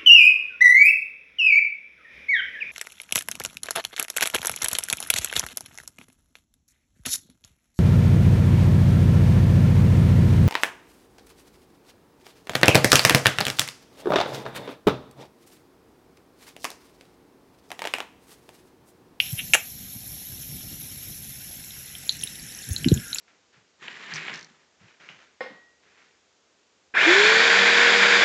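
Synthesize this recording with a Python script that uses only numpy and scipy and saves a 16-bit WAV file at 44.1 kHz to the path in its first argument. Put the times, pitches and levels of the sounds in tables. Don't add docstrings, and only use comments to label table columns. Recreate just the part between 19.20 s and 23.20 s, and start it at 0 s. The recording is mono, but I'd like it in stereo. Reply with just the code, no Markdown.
import sys
import numpy as np
from scipy import signal
from scipy.fft import rfft, irfft
from scipy.io import wavfile
from scipy.ndimage import uniform_filter1d

SR = 44100
rng = np.random.default_rng(int(sys.argv[2]) if len(sys.argv) > 2 else 0)


def dump(signal):
    limited = np.clip(np.atleast_2d(signal).T, -1, 1)
    pcm = np.round(limited * 32767).astype(np.int16)
    wavfile.write(sys.argv[1], SR, pcm)


N = 176400
TIME, BINS = np.arange(N) / SR, np.fft.rfftfreq(N, 1 / SR)

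# [f/Hz, level/dB per Hz]
THIN_FOAM_HISS = [(200, -26.5), (750, -15), (1150, -27), (1600, -18.5), (2600, -16.5), (3900, -8.5),
                  (4600, -11), (5400, -6), (6100, -9), (8500, -12.5), (9800, -8.5), (10900, 2.5),
                  (11700, -3.5), (12500, 0), (13600, -11), (15500, -37)]
# [f/Hz, level/dB per Hz]
THICK_FOAM_HISS = [(200, -9), (750, -15), (1120, -22), (1550, -8), (2700, -5.5), (4500, -11), (5400, -0.5),
                   (6100, -6), (6600, -9.5), (8500, -2.5), (9700, -1.5), (11000, 1), (12200, -17),
                   (15500, -87)]
# [t/s, thickness 0-1, fizz level/dB added to the base levels below]
FOAM_GROWTH = [(0, 0.16, 3.5), (.55, 0.06, -1.5), (.9, 0.03, -0.5), (1.598, 0.32, 1.5), (2.5, 0.56, 1),
               (2.95, 0.9, 3), (4, 0.85, 3.5)]
# [t/s, f/Hz, level/dB]
FOAM_HUM = [(2.2, 2280, -65), (2.901, 2023, -59), (4, 1459, -48)]
# [t/s, level/dB, f/Hz]
LARGE_POPS = [(.002, -6, 2860), (0.121, -21, 8070), (2.752, -29.5, 3190), (2.8933, -8, 4120),
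              (3.0345, -23, 2950), (3.0368, -5.5, 9830), (3.0735, -24.5, 3800), (3.4897, -24, 11060),
              (3.532, -15.5, 9620), (3.563, -15.5, 4040), (3.6446, -12.5, 2890), (3.6853, -10.5, 4410),
              (3.741, -16.5, 6900), (3.9299, -16.5, 3800), (3.9464, -18, 7210), (3.958, -20.5, 2790),
              (3.985, -10, 4540)]
# [centre t/s, length/s, level/dB, f/Hz]
FOAM_COLLAPSES = [(0.068, 0.074, -40, 3070), (.196, 0.02, -28, 2860), (.189, 0.019, -26, 10800),
                  (3.522, 0.042, -38.5, 6440)]
# [t/s, level/dB, scrape decay/s, bass level/dB, treble level/dB]
CLACK_CONTACTS = [(.3357, -3, 0.0048, -18, -3), (.3392, -10, 0.0042, -1, 7.5), (.3450, -6, 0.0019, 0, 7),
                  (.3507, -6.5, 0.0026, 8, 2)]
# [f/Hz, level/dB]
CLACK_RESONANCES = [(200, -32.5), (680, -5), (1050, -12), (2200, 1), (2900, 0), (3700, -11), (5200, -18),
                    (6100, -11.5), (8000, -6), (9600, -13), (11000, -8.5), (13500, -40)]
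# [f/Hz, time to fade by 60 dB/s]
FAR_ECHO_FADE = [(2500, 0.22), (9000, 0.19)]
# [centre t/s, level/dB, f at the centre/Hz, half length/s, pitch fall rate/per s]
WIND_PUFFS = [(0.137, -22, 127, 0.0057, 20), (3.518, -17.5, 83, 0.0072, 3), (3.6649, -7.5, 250, 0.0024, 24),
              (3.677, -8, 205, 0.0016, 20), (3.7201, -6.5, 304, 0.0014, 45), (3.727, -5.5, 142, 0.0066, 64)]
# [f/Hz, level/dB per Hz]
WIND_COLOUR = [(62, 0.5), (140, 2.5), (250, -4), (500, -23), (1500, -43)]
# [t/s, level/dB]
WIND_GUSTS = [(0, -51.5), (.28, -44.5), (.45, -55), (.55, -45.5), (.95, -47.5), (1.58, -44), (2.6, -50.5),
              (3.42, -51.5), (3.5, -38.5), (3.77, -31), (3.87, -55)]
# [f/Hz, likeness 0-1]
PORT_LIKENESS = [(300, 0.97), (650, 0.5), (1700, 0.92), (9500, 1)]
# [f/Hz, phase lead/radians]
LEFT_PORT_LEAD = [(1700, 0.16), (4250, 1.4), (4850, 2.22), (5700, 7.76), (6400, 6.38), (8400, 8.98),
                  (9600, 9.83), (12000, 12.02)]

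THIN_DB, THICK_DB, FLICKER_DB = -37, -42.5, .5
BURSTS_PER_S, BURST_RING_S = 9000, .0009
BURST_SPREAD_DB = 3.6
WASH_SHARE = .68
PATCH_DB, PATCH_HZ, PATCH_S = 2.2, 300, .032
FOAM_HUM_WIDTH_HZ = 390
RUSTLE_GRAINS_PER_S, RUSTLE_WIDTH_HZ = 1300, 920
POP_SWELL_S, OVERTONE_RATIO, OVERTONE_DB = .00065, 1.67, -12
POP_SNAP, SNAP_WIDTH_HZ = .59, 480
SMALL_POPS_PER_S = 75
SMALL_POP_DB, SMALL_POP_HZ = -34, (2800, 11000)
CLACK_KICK, CLACK_GRIT, CLACK_RISE_S = 6, .65, .00043
NEAR_DECAY_S, NEAR_DB, FAR_DB = .005, -8, -13
LOW_CUT_HZ, EDGE_HZ = 33.8, 15800


def amp(db):
    return 10 ** (np.asarray(db) / 20)


def unit(x):
    return x / np.sqrt(np.mean(x ** 2) + 1e-20)


def read(points, hz):
    f, value = np.transpose(points)
    return np.interp(np.log(hz + 1), np.log(f + 1), value)


def colour(x, gain):
    return irfft(rfft(x) * gain, x.shape[-1])


def add(mix, s, sound):
    part = mix[:, max(round(s * SR), 0):][:, :sound.shape[-1]]
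    part += sound[..., :part.shape[1]]


def pair(x):
    z = rfft(x)
    same = read(PORT_LIKENESS, np.fft.rfftfreq(x.shape[1], 1 / SR))
    mid = np.sqrt((1 + same) / 2) * z[0]
    side = np.sqrt((1 - same) / 2) * z[1]
    return irfft(np.array([mid + side, mid - side]), x.shape[1])


def fizz():
    s, thick, db = np.transpose(FOAM_GROWTH)
    thick = np.interp(TIME, s, thick)
    swarm = patchy(pair(np.array([tiny_bursts(), tiny_bursts()])))
    bright = amp(THIN_DB) * unit(colour(swarm, amp(read(THIN_FOAM_HISS, BINS))))
    dull = amp(THICK_DB) * unit(colour(swarm, amp(read(THICK_FOAM_HISS, BINS))))
    flicker = unit(uniform_filter1d(rng.standard_normal(N), size=400))
    level = amp(np.interp(TIME, s, db) + FLICKER_DB * flicker)
    return ((1 - thick) * bright + thick * dull) * level


def tiny_bursts(count=40):
    t, pings = np.arange(512) / SR, np.zeros(N)
    for hz in np.linspace(SR / 100, EDGE_HZ, count):
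        boost_db = BURST_SPREAD_DB * np.minimum(rng.exponential(1, N), 5)
        size = amp(boost_db) * rng.choice([-1, 1], N)
        train = size * (rng.random(N) < BURSTS_PER_S / count / SR)
        ping = np.exp(-t / BURST_RING_S) * np.sin(2 * np.pi * hz * t)
        pings += signal.oaconvolve(train, ping)[:N]
    wash = rng.standard_normal(N)
    return np.sqrt(1 - WASH_SHARE) * unit(pings) + np.sqrt(WASH_SHARE) * wash


def patchy(x):
    z = signal.stft(x, SR, nperseg=512)[2]
    field = rng.standard_normal(z.shape[1:])
    field = uniform_filter1d(field, round(PATCH_HZ * 512 / SR), axis=0)
    field = uniform_filter1d(field, round(PATCH_S * SR / 256), axis=1)
    return signal.istft(z * amp(PATCH_DB * unit(field)), SR, nperseg=512)[1][:, :N]


def foam_tone():
    s, hz, db = np.transpose(FOAM_HUM)
    band = colour(rng.standard_normal((2, N)), 1 / (1 + (2 * BINS / FOAM_HUM_WIDTH_HZ) ** 4))
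    turn = 2 * np.pi * np.cumsum(np.interp(TIME, s, hz)) / SR
    hum = unit(band[0] * np.cos(turn) + band[1] * np.sin(turn))
    return amp(np.interp(TIME, s, db)) * hum


def pop(db, hz):
    t, f = np.arange(1024) / SR, np.fft.rfftfreq(1024, 1 / SR)
    noise = pair(rng.standard_normal((2, len(t))))
    snap = unit(colour(noise, 1 / (1 + abs((f - hz) / SNAP_WIDTH_HZ) ** 2.31)))
    overtone = amp(OVERTONE_DB) * np.sin(2 * np.pi * OVERTONE_RATIO * hz * t)
    ring = np.sin(2 * np.pi * hz * t) + overtone
    swell = t / POP_SWELL_S * np.exp(1 - t / POP_SWELL_S)
    return amp(db) * swell * (ring + POP_SNAP * snap)


def small_pops(count=300):
    out, (s, thick, _) = np.zeros((2, N)), np.transpose(FOAM_GROWTH)
    low, high = SMALL_POP_HZ
    for when, chance, size, pitch in rng.random((count, 4)):
        start = when * N / SR
        rate = np.interp(start, s, thick) ** 4 * SMALL_POPS_PER_S
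        if chance < rate * N / SR / count:
            add(out, start, pop(SMALL_POP_DB + 10 * (size - .5), low + (high - low) * pitch))
    return out


def rustle(s, length_s, db, hz):
    grains = rng.standard_normal((2, N)) * (rng.random(N) < RUSTLE_GRAINS_PER_S / SR)
    run = unit(colour(pair(grains), np.exp(-((BINS - hz) / RUSTLE_WIDTH_HZ) ** 2)))
    return amp(db) * run * np.exp(-2 * abs(TIME - s) / length_s)


def clack(db, decay_s, bass_db, treble_db):
    t, f = np.arange(2048) / SR, abs(np.fft.fftfreq(2048, 1 / SR))
    tilt = [(900, bass_db), (2300, 0), (3200, 0), (6000, treble_db)]
    gain = amp(read(CLACK_RESONANCES, f) + read(tilt, f))
    body = np.exp(np.conj(signal.hilbert(np.log(unit(gain)))))[:len(t) // 2 + 1]
    rise = np.minimum(t / CLACK_RISE_S, 1)
    fade = np.exp(-np.maximum(t - CLACK_RISE_S, 0) / decay_s)
    scrape = pair(rng.standard_normal((2, len(t)))) * rise * fade
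    kick = t == 0
    return amp(db) * colour(CLACK_KICK * kick + CLACK_GRIT * scrape, body)


def surroundings(x):
    t = np.arange(SR // 2) / SR
    near = pair(rng.standard_normal((2, len(t)))) * np.exp(-t / NEAR_DECAY_S) * (t > .0015)
    hz, when, z = signal.stft(pair(rng.standard_normal((2, len(t)))), SR, nperseg=256)
    fade = amp(-60 * when / read(FAR_ECHO_FADE, hz)[:, None])
    far = signal.istft(z * fade, SR, nperseg=256)[1][:, :len(t)] * (t > .006)
    echo = amp(NEAR_DB) * near / np.linalg.norm(near[0])
    echo += amp(FAR_DB) * far / np.linalg.norm(far[0])
    return x + signal.fftconvolve(x, echo, axes=1)[:, :N]


def thump(db, hz, half_s, fall):
    t = np.arange(-4410, 4410) / SR
    pitch = hz * np.exp(-fall * np.clip(t, -2 * half_s, 2 * half_s))
    turns = np.cumsum(pitch) / SR
    swings = np.cos(2 * np.pi * (turns - turns[len(t) // 2]))
    return -amp(db) * np.exp(-(t / half_s) ** 2 / 2) * swings


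def wind(lumpy_db=2.5):
    rumble = unit(colour(pair(rng.standard_normal((2, N))), amp(read(WIND_COLOUR, BINS))))
    lumps = unit(colour(rng.standard_normal(N), np.exp(-(BINS / 18) ** 2)))
    return rumble * amp(np.interp(TIME, *np.transpose(WIND_GUSTS)) + lumpy_db * lumps)


def scene():
    clicks, puffs = small_pops(), np.zeros((2, N))
    for s, *row in LARGE_POPS:
        add(clicks, s, pop(*row))
    clicks += sum(rustle(*row) for row in FOAM_COLLAPSES)
    for s, *row in CLACK_CONTACTS:
        add(clicks, s, clack(*row))
    for s, *row in WIND_PUFFS:
        puff = thump(*row)
        add(puffs, s - len(puff) / 2 / SR, puff)
    return fizz() + foam_tone() + surroundings(clicks) + wind() + puffs


def record(dry):
    low_cut = np.tanh(BINS / LOW_CUT_HZ) ** 4
    shift = np.exp(1j * np.outer([1, -1], read(LEFT_PORT_LEAD, BINS)) / 2)
    heard = np.clip(colour(dry, low_cut * shift), -1, 1)
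    treble_limit = signal.firwin(511, EDGE_HZ, window=("kaiser", 9), fs=SR)
    return signal.oaconvolve(heard, treble_limit[None], "same")


dry = scene()
out = record(dry)
dump(out)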